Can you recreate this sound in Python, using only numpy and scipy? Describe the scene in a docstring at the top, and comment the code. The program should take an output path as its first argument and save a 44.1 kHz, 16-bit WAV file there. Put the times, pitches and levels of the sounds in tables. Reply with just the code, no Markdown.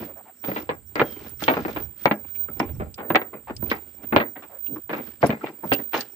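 """Brisk footsteps on a boardwalk of loose planks, with insects, one bird whistle and a thin, high whine on the right.
Each blow is a burst of bounces ringing plank resonances, plus the struck plank's own decaying note.
Beams thump as damped sines; short bright bursts, creaks and brushes are noise through resonances;
rubbing soles, stirring boards and a low rumble are fluttering noise bands. Insects are narrow noise,
steady or pulsed; bird and whine are wavering sines."""
import sys
import numpy as np
from scipy import signal
from scipy.io import wavfile

SR = 44100
rng = np.random.default_rng(int(sys.argv[2]) if len(sys.argv) > 2 else 0)


def waveform_to_disk(signal):
    """Save audio, clipped to [-1, 1], as 16-bit WAV at the path in sys.argv[1]."""
    frames = np.transpose(np.atleast_2d(signal))
    scaled = np.clip(frames, -1, 1) * 32767
    samples = np.round(scaled).astype(np.int16)
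    wavfile.write(sys.argv[1], SR, samples)


N = 271523
TIME_S = np.arange(N) / SR

# Heels, toes and loose boards striking the deck. Each row: start in seconds, relative level in dB,
# hardness as tilt in dB per octave, relative clatter decay in seconds, lead of the left channel in ms,
# the plank's own note in Hz.
KNOCKS = [(0.021, -39.5, -4, 0.057, -0.21, 331), (.44, -37.5, 2, 0.046, 0.24, 325),
          (.484, -33, -3, 0.069, 0.28, 192.4), (.516, -33, -0.5, 0.021, 0.29, 305),
          (.562, -32, 3, 0.22, 0.33, 436), (.691, -27, 1, 0.21, 0.26, 481),
          (.956, -29, 1.5, 0.56, 0.31, 438), (0.9961, -20, 2, 0.091, -0.086, 277.2),
          (1.015, -19, -0.5, 0.08, 0.096, 482), (1.422, -32, -2.5, 0.028, .2, 316),
          (1.48, -17, 2.5, 0.25, 0.26, 318.4), (1.538, -32, 2.5, 0.11, 0.27, 313),
          (1.568, -26, -1, 0.2, 0.17, 291), (1.65, -29.5, -1, .07, 0.33, 320),
          (1.681, -33, -1.5, 0.11, 0.22, 615), (1.762, -31.5, 1.5, 0.23, -0.22, 503),
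          (2.0562, -14.5, 1, 0.088, -0.035, 307), (2.1116, -21, 1, 0.091, 0.11, 212),
          (2.485, -45, -5, 0.065, 0.26, 475), (2.6, -21.5, 0, 0.047, 0.12, 277.2),
          (2.799, -33, -3, 0.31, -0.32, 407), (2.978, -37.5, 0.5, 0.72, 0.15, 794),
          (3.103, -22.5, -1.5, 0.11, 0.034, 345.5), (3.1479, -23, 2, 0.052, -0.11, 600),
          (3.156, -18, 4.5, 0.12, 0.11, 314), (3.216, -34, 1.5, 0.034, 0.18, 715),
          (3.33, -39.5, -1.5, 0.18, 0.097, 372), (3.498, -33.5, -2, 0.13, 0.15, 417),
          (3.626, -36, -6.5, 0.02, 0.24, 350), (3.714, -25, 3.5, 0.18, -0.23, 460),
          (4.1245, -21, -2, 0.38, 0.34, 281.6), (4.162, -15.5, 2.5, 0.15, 0.24, 569),
          (4.2, -25.5, 2.5, 0.22, 0.22, 235), (4.356, -42.5, 1, 0.18, -0.065, 754),
          (4.422, -47, 3, 0.13, 0.11, 1250), (4.894, -32.5, 1, 0.22, -0.12, 394),
          (4.931, -30, 1.5, 0.33, -0.21, 533), (4.98, -37.5, -1, 0.11, -0.34, 350),
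          (5.2288, -21.5, -3.5, 0.045, 0.33, 635), (5.237, -20, -5, 0.091, 0.14, 560),
          (5.293, -29, -5, 0.22, -0.059, 223), (5.303, -31, 4, 0.34, 0.28, 320),
          (5.46, -41.5, 5, 0.13, 0.14, 390), (5.634, -37.5, -5, 0.24, 0.23, 342),
          (5.7177, -19, 0.6, 0.079, 0.25, 279.5), (5.788, -37, -2, 0.096, 0.32, 280),
          (5.933, -33.5, 4, 0.12, -0.098, 696), (5.942, -26, 3, 0.27, -0.028, 424)]
# Thud, knock, clack and crack of the wood. Each row: low edge in Hz, high edge in Hz.
REGISTERS_HZ = [(70, 250), (250, 700), (700, 1800), (1800, 4500)]
# Weight of thud, knock, clack and crack in an untilted blow, in dB.
REGISTER_DB = (-12.5, -2, -2.5, -11)
# Plank resonances. Each row: nominal frequency in Hz, width in Hz, relative gain in dB.
PLANK = [(155.2, 49, 2), (224, 67, 5.5), (303, 99, 4.5), (428.4, 146, 2.5), (577.4, 41, 0), (780, 57, -2),
         (1007, 160, -7.5), (1340, 140, -7), (1664, 83, -3.5), (2024, 180, 1), (2329, 140, 2.5),
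         (2736, 43, 1.5)]
# Beams giving under the walker's weight. Each row: start in seconds, relative level in dB.
THUMPS = [(0.989, -43), (2.733, -40), (2.782, -41), (4.163, -28)]
# Short bright bursts: grit and twigs snapping, and two faint high chirps near 10 kHz.
# Each row: start in seconds, relative level in dB, pitch in Hz.
BRIGHT_BURSTS = [(0.447, -50, 3320), (0.955, -47, 4600), (1.293, -50.5, 10160), (1.422, -49.5, 9960),
                 (1.438, -34.5, 3290), (2.595, -42, 5250), (2.942, -49, 5000), (3.565, -45.5, 5100),
                 (3.715, -47.5, 4950), (5.261, -46.5, 5260), (5.268, -42, 11000), (5.734, -37, 4650),
                 (5.734, -41, 8700), (6.008, -36.5, 4400)]
# Boards creaking, groaning or clacking, some at the moment of a blow.
# Each row: start in seconds, level in dB, pitch in Hz, width in Hz.
CREAKS = [(1.462, -54, 3030, 208), (2.348, -61.5, 2430, 378), (2.482, -52.5, 1305, 55.8),
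          (3.699, -44.5, 3000, 800), (4.66, -58, 2800, 110), (4.758, -51.5, 1050, 300),
          (5.228, -25.5, 667, 135), (5.41, -50.5, 1350, 59), (5.633, -43, 884, 110),
          (5.721, -32.5, 2770, 173)]
# Light soles brushing a board. Each row: start in seconds, length in seconds, relative level in dB,
# start resonance in Hz, end resonance in Hz.
BRUSHES = [(0.074, 0.054, -47.5, 615, 524), (0.158, 0.067, -48.5, 611, 737),
           (0.251, 0.066, -50.5, 848, 717), (3.471, 0.04, -36.5, 896, 424), (4.492, .1, -49, 705, 508),
           (4.682, 0.12, -37, 197, 346)]
# Soles rolling over the boards. Each row: time of full weight in seconds, hold in seconds,
# stirring boards in dB, rubbing sole in dB.
ROLLS = [(0.0, 0.031, -35.5, -49), (0.478, 0.12, -37.5, -46.5), (1.004, 0.27, -47, -52.5),
         (1.441, 0.0062, -39, -36.5), (1.53, 0.27, -41.5, -50), (2.012, 0.06, -52.5, -54.5),
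         (2.288, 0.017, -75, -62.5), (2.615, 0.028, -32, -63), (3.701, 0.044, -37, -51),
         (4.029, 0.011, -42, -91), (4.933, 0.045, -33.5, -50), (5.066, 0.02, -52, -53.5),
         (5.252, .008, -34, -39.5), (5.456, .03, -40, -56), (5.684, 0.13, -50, -55),
         (5.966, 0.0062, -35.5, -34.5)]
# Spectrum of the stirring boards. Each row: frequency in Hz, relative density in dB per Hz.
BOARDS_SPECTRUM = [(120, -10.5), (280, 2.5), (600, -5.5), (1000, -0.5), (2200, -14), (3500, -16.5),
                   (6000, -39.5)]
# Spectrum of the rubbing soles and the air. Each row: frequency in Hz, relative density in dB per Hz.
SCUFF_SPECTRUM = [(1200, 0), (3200, -5), (5500, -9), (7000, -18), (11000, -41)]
# Spectrum of the low rumble. Each row: frequency in Hz, relative density in dB per Hz.
RUMBLE_SPECTRUM = [(25, -32), (50, 2), (85, 13.5), (150, -0.5), (250, -5.5), (500, -67)]
# Course of the low rumble. 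Each row: time in seconds, relative level in dB.
RUMBLE_LEVEL = [(0.0, -52.5), (0.35, -84.5), (0.52, -60.5), (1.3, -57), (1.86, -48.5), (1.98, -70),
                (2.45, -57.5), (2.81, -39.5), (3.0, -66.5), (3.4, -70.5), (3.6, -42.5), (3.9, -69),
                (4.2, -54), (4.32, -77), (5.25, -64.5), (5.57, -88)]
# Bird whistle. Each row: time in seconds, mean pitch in Hz, amplitude in dB.
BIRD = [(1.01, 3280, -66), (1.04, 3250, -52), (1.12, 3200, -51), (1.18, 3060, -56), (1.28, 3020, -74)]
# The two whine tones, in Hz.
WHINE_HZ = (15031, 15087)
# Each whine tone against the common course, in dB.
WHINE_LINE_DB = (0, 8.5)
# Common course of the whine tones. Each row: time in seconds, relative level in dB.
WHINE_LEVEL = [(0.0, -48), (0.38, -70), (0.5, -40.5), (0.84, -68.5), (1.01, -45.5), (1.6, -50), (2.4, -41),
               (2.88, -58), (3.15, -44), (3.55, -59), (3.64, -35), (3.94, -54.5), (4.06, -41),
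               (4.53, -51.5), (4.61, -38.5), (5.5, -59), (5.74, -32), (6.16, -59)]
# Likeness of the two channels. Each row: frequency in Hz, correlation (no unit).
LIKENESS = [(40, .1), (120, .95), (300, .96), (600, .8), (1200, .45), (2500, .25)]

TILT_PIVOT_HZ = 600
SOFT_DB, HARD_DB = -41, -31  # strongest register of a fully soft and a fully hard blow
LEAD_MAX_MS = 0.4
ROLL_ATTACK_S, ROLL_RELEASE_T60_S = 0.051, 0.26
GRIT_DB, GRIT_HZ = 4.5, 70  # spread and rate of the uneven scrapes
RUMBLE_GAIN_DB, RUMBLE_PAN_DB, RUMBLE_SWING_DB = 6, 4, 1.5
BOARDS_REST_DB, AIR_DB, REST_SWING_DB = -61.5, -68.5, 2  # between the steps
CUTOFF_HZ = 16800


def from_db(db):
    """Decibels to amplitude."""
    return 10 ** (np.asarray(db) / 20)


def rms_one(x):
    """Scale to an rms of 1."""
    return x / np.sqrt(np.mean(x ** 2) + 1e-20)


def in_time(rows):
    """Each column of a curve at every sample."""
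    s, *columns = np.transpose(rows)
    return [np.interp(TIME_S, s, c) for c in columns]


def at_hz(points, hz):
    """Read a curve on a log-frequency axis."""
    curve_hz, values = np.transpose(points)
    return np.interp(np.log(hz), np.log(curve_hz), values)


def band(x, low_hz, high_hz, order=2):
    """Butterworth band-pass."""
    sos = signal.butter(order, [low_hz, high_hz], "band", fs=SR, output="sos")
    return signal.sosfilt(sos, x + 1e-18)


def resonate(x, hz, width_hz):
    """Two-pole resonance with about unit gain at its peak."""
    r = np.exp(-np.pi * width_hz / SR)
    zeros = np.array([1, 0, -1]) * (1 - r * r) / 2
    poles = [1, -2 * r * np.cos(2 * np.pi * hz / SR), r * r]
    return signal.lfilter(zeros, poles, x + 1e-18)


def drift(rate_hz):
    """Slow chance of rms 1: noise at SR / 40 through two equal low-pass poles."""
    r = np.exp(-80 * np.pi * rate_hz / SR)
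    noise = rng.standard_normal(N // 40 + 2002)
    slow = signal.lfilter([1], [1, -2 * r, r * r], noise)[2000:]  # skip the settling
    return np.interp(np.arange(N) / 40, np.arange(len(slow)), rms_one(slow))


def spread(mid, side, hz):
    """Mix two signals so that the channels are as alike as LIKENESS says at hz."""
    alike = np.clip(at_hz(LIKENESS, hz), -1, 1)
    sign = np.array([[1], [-1]])
    return (np.sqrt(1 + alike) * mid + np.sqrt(1 - alike) * side * sign) / np.sqrt(2)


def from_side(sound, lead_ms):
    """Sound from one side reaches the nearer channel first."""
    i = np.arange(sound.shape[-1])
    half = np.round(np.clip(lead_ms, -LEAD_MAX_MS, LEAD_MAX_MS) * SR / 1000) / 2
    shifts = (half - abs(half), -half - abs(half))
    return np.array([np.interp(i + shift, i, channel, left=0) for channel, shift in zip(sound, shifts)])


def add(out, s, sound):
    """Mix a short sound in at a time."""
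    i = max(int(s * SR), 0)
    out[:, i:i + sound.shape[-1]] += sound[..., :N - i]


def grainy_noise(spectrum, grain_db, grain_hz=33):
    """Stereo noise in nine equal-ratio bands, neighbours fluttering separately; rms 1."""
    edges_hz = np.geomspace(spectrum[0][0], spectrum[-1][0], 10)
    white = [rng.standard_normal((2, N)) * from_db(grain_db * drift(grain_hz)) for _ in range(2)]
    out = 0
    for k, (low_hz, high_hz) in enumerate(zip(edges_hz, edges_hz[1:])):
        hz = np.sqrt(low_hz * high_hz)
        part = spread(*band(white[k % 2], low_hz, high_hz), hz)
        out = out + from_db(at_hz(spectrum, hz)) * part
    return rms_one(out)


def blow_force(t, softness, t60_s, bounces_per_s=1300, deck_db=-31, deck_t60_s=0.3, deck_hz=1500, roll_s=0.0097):
    """First contact, ever weaker bounces and a faint, dull answer from the rest of the deck."""
    bounces = (rng.random((2, len(t))) < bounces_per_s / SR) * rng.standard_normal((2, len(t)))
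    # a hard heel strikes at once; a light foot rolls on to the board
    onset = 1 - np.exp(-t / (1 / SR + roll_s * softness))
    force = bounces * from_db(-60 * t / (t60_s * 0.93)) * onset
    deck = band(rng.standard_normal((2, len(t))), REGISTERS_HZ[0][0], deck_hz, order=1)
    force += from_db(deck_db) * deck * from_db(-60 * t / deck_t60_s)
    # mid part of the first contact fixed, side part random
    force[:, 0] += 1.6 * (1 - softness) * np.array([1, rng.uniform(-1, 1)])
    return force


def knock(levels_db, t60_s, loss_db_per_cycle=0.11):
    """The blow rings the plank resonances; the wood loses its treble first."""
    t = np.arange(SR // 3) / SR
    softness = np.interp(max(levels_db), [SOFT_DB, HARD_DB], [1, 0])
    force = blow_force(t, softness, t60_s)
    # plank size varies, and each blow favours other resonances
    size = np.exp(0.04 * rng.standard_normal())
    wood = 0.11 * force
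    for hz, width_hz, db in PLANK:
        gain = from_db(db + rng.normal(0, 3))
        wood = wood + gain * resonate(force, hz * size * np.exp(rng.normal(0, 0.012)), width_hz)
    # each register is levelled by its first 25 ms
    out, attack = 0, t < 0.025
    for (low_hz, high_hz), db in zip(REGISTERS_HZ, levels_db):
        hz = np.sqrt(low_hz * high_hz)
        part = spread(*band(wood, low_hz, high_hz, order=3), hz) * from_db(-loss_db_per_cycle * hz * t)
        out = out + from_db(db) * part / np.sqrt(np.mean(part[:, attack] ** 2))
    return out


def plank_note(hz, ring_cycles=36, rise_s=0.00068, overtone=2.84, overtone_db=-6):
    """The struck plank bends and rings on its own note; one unharmonic overtone dies sooner."""
    t = np.arange(SR // 3) / SR
    upper_hz = hz * overtone * np.exp(rng.normal(0, 0.02))
    note = np.sin(2 * np.pi * hz * t) * from_db(-60 * t * hz / ring_cycles)
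    upper_db = overtone_db - 60 * t * upper_hz / (2 * ring_cycles)
    upper = np.sin(2 * np.pi * upper_hz * t) * from_db(upper_db)
    return (note + upper) * (1 - np.exp(-t / rise_s))


def footsteps(sole_hz=3650, gain_db=2.0, note_db=2):
    """Blows on the planks, dulled by the rubber sole; hardness tips the weight from thud to crack."""
    out = np.zeros((2, N))
    octaves = np.log2(np.sqrt(np.prod(REGISTERS_HZ, axis=1)) / TILT_PIVOT_HZ)
    for s, db, tilt, t60_s, lead_ms, note_hz in KNOCKS:
        clatter = knock(db + np.array(REGISTER_DB) + tilt * octaves, max(t60_s, 0.02))
        note_level_db = db + note_db + tilt * np.log2(note_hz / TILT_PIVOT_HZ)
        note = from_db(note_level_db) * plank_note(note_hz)
        add(out, s, from_side(clatter + note, lead_ms))
    sole = signal.butter(4, sole_hz, fs=SR, output="sos")
    return from_db(gain_db) * signal.sosfilt(sole, out)


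def thumps(beam_hz=100, rise_s=0.0086, t60_s=0.074):
    """A beam swings a few times, deep and dull, near beam_hz."""
    out, t = np.zeros((2, N)), np.arange(SR // 3) / SR
    for s, db in THUMPS:
        hz = beam_hz * np.exp(rng.normal(0, 0.08))
        swing = np.sin(2 * np.pi * hz * t) * (1 - np.exp(-t / rise_s)) * from_db(-60 * t / t60_s)
        add(out, s, from_db(db) * 2 * swing / np.abs(swing).max())
    return out


def bright_bursts(width_hz=350, crunch=0.17, t60_s=0.035, gain_db=-3.0):
    """Snapping grit and twigs and two faint high chirps: short noise, each with one bright resonance."""
    out, t = np.zeros((2, N)), np.arange(SR // 10) / SR
    for s, db, hz in BRIGHT_BURSTS:
        noise = rng.standard_normal((2, len(t))) * from_db(-60 * t / t60_s)
        burst = band(noise, hz / 2, min(2 * hz, 12000), order=3)
        add(out, s, from_db(db + gain_db) * rms_one(resonate(burst, hz, width_hz) + crunch * burst))
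    return out


def creaks(slips_per_s=900, rise_s=0.0017, t60_s=0.08):
    """Boards creak, groan or clack: a run of tiny slips swells and dies in one resonance."""
    out, t = np.zeros((2, N)), np.arange(SR // 5) / SR
    for s, db, hz, width_hz in CREAKS:
        slips = (rng.random((2, len(t))) < slips_per_s / SR) * rng.standard_normal((2, len(t)))
        rub = band(slips, hz / 2, hz * 2) * (1 - np.exp(-t / rise_s)) * from_db(-60 * t / t60_s)
        add(out, s, from_db(db) * rms_one(spread(*resonate(rub, hz, width_hz), hz)))
    return out


def brushes(sharpness=5.2, rub_db=-7, rub_reach=2.73):
    """Soft friction swells and fades in one resonance gliding as the foot moves on, amid a dull rustle."""
    out, t = np.zeros((2, N)), np.arange(SR // 2) / SR
    for s, length_s, db, start_hz, end_hz in BRUSHES:
        low_hz, high_hz = start_hz / 2, start_hz * rub_reach
        friction = rng.standard_normal((2, len(t)))
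        # playing the ringing noise at a changing speed glides its pitch
        glide_s = np.cumsum(np.interp(t, [0, length_s], [1, end_hz / start_hz])) / SR
        ringing = resonate(friction, start_hz, start_hz / sharpness)
        board = np.array([np.interp(glide_s, t, channel) for channel in ringing])
        rustle = rms_one(band(friction, low_hz, high_hz))
        rub = band(rms_one(board) + from_db(rub_db) * rustle, low_hz, high_hz)
        swell = np.sqrt(np.sin(np.pi * np.minimum(t / length_s, 1)).clip(0))
        add(out, s, from_db(db) * swell * spread(*rub, start_hz))
    return out


def roll(s, hold_s):
    """Weight comes on to the sole, stays, and dies away."""
    attack = np.clip((TIME_S - s) / ROLL_ATTACK_S + 1, 0, 1)
    return attack * from_db(-60 * np.maximum(TIME_S - s - hold_s, 0) / ROLL_RELEASE_T60_S)


def shuffle(unrest):
    """Rolling weight stirs loose boards, which ring, and rubs soles, which catch on grit."""
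    stir, rub = from_db(BOARDS_REST_DB) * unrest, 0
    for s, hold_s, boards_db, scuff_db in ROLLS:
        weight = roll(s, hold_s)
        stir = stir + from_db(boards_db) * weight
        rub = rub + from_db(scuff_db) * weight
    noise = grainy_noise(BOARDS_SPECTRUM, grain_db=6.5)
    ringing = sum(from_db(db) * resonate(noise, hz, width_hz) for hz, width_hz, db in PLANK)
    return stir * rms_one(ringing) + rub * grainy_noise(SCUFF_SPECTRUM, GRIT_DB, GRIT_HZ)


def low_rumble():
    """Low rumbling noise like wind or handling on a microphone, stronger on the right."""
    level_db, = in_time(RUMBLE_LEVEL)
    pan = from_db([[-RUMBLE_PAN_DB], [RUMBLE_PAN_DB]])
    return from_db(level_db + RUMBLE_GAIN_DB) * grainy_noise(RUMBLE_SPECTRUM, RUMBLE_SWING_DB) * pan


def whine(hiss_db=-52, waver_db=5.5, waver_hz=9, left_db=-18):
    """Two close, very high tones swell together, waver separately and beat in a narrow hiss."""
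    level_db, = in_time(WHINE_LEVEL)
    tones = 0
    for hz, line_db in zip(WHINE_HZ, WHINE_LINE_DB):
        amplitude = from_db(level_db + line_db + waver_db * drift(waver_hz))
        tones = tones + amplitude * np.sin(2 * np.pi * hz * TIME_S + 0.55 * drift(4.1))
    hiss = rms_one(band(rng.standard_normal(N), 14970, 15200, order=3))
    return (np.sqrt(2) * tones + from_db(hiss_db) * hiss) * from_db([[left_db], [0]])


def bird(waver_hz=16):
    """One falling, slightly unsteady whistle: a sine of drifting pitch."""
    hz, db = in_time(BIRD)
    singing = (TIME_S > BIRD[0][0]) & (TIME_S < BIRD[-1][0])
    cycles = np.cumsum(hz + waver_hz * drift(24)) / SR
    return singing * from_db(db) * np.sin(2 * np.pi * cycles)


def insects(chorus_db=-61, chirp_gain_db=-64, chirp_hz=5620, buzz_gain_db=-68):
    """Narrow noise: a far chorus hisses steadily, one insect buzzes in pulses, another chirps."""
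    chorus = rms_one(band(rng.standard_normal((2, N)), 7240, 8440, order=3))
    pulses = 1 + np.sin(2 * np.pi * 11 * TIME_S + drift(2))  # about 11 per second
    buzz = rms_one(band(rng.standard_normal((2, N)), 8150, 8260)) * pulses
    strokes = np.clip(np.sin(2 * np.pi * 6 * TIME_S + 2 * drift(2)), 0, 1) ** 2  # about 6 per second
    strokes = strokes * np.clip(1 + drift(2), 0, 1)
    chirp = rms_one(resonate(rng.standard_normal((2, N)), chirp_hz, 60)) * strokes
    return from_db(chorus_db) * chorus + from_db(buzz_gain_db) * buzz + from_db(chirp_gain_db) * chirp


def outdoor_air(unrest):
    """Faint, smooth noise, swelling slightly."""
    return from_db(AIR_DB) * unrest * grainy_noise(SCUFF_SPECTRUM, 0)


def scene():
    """The walk in the open meadow; resting boards and air share one slow unrest."""
    unrest = from_db(REST_SWING_DB * drift(4.8))
    walk = footsteps() + thumps() + bright_bursts() + creaks() + brushes() + shuffle(unrest)
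    return walk + low_rumble() + whine() + bird() + insects() + outdoor_air(unrest)


def record(dry):
    """Clip at full scale, then cut steeply above CUTOFF_HZ."""
    low_pass = signal.ellip(10, 0.1, 80, CUTOFF_HZ, fs=SR, output="sos")
    return signal.sosfilt(low_pass, np.clip(dry, -1, 1))


dry = scene()
out = record(dry)
waveform_to_disk(out)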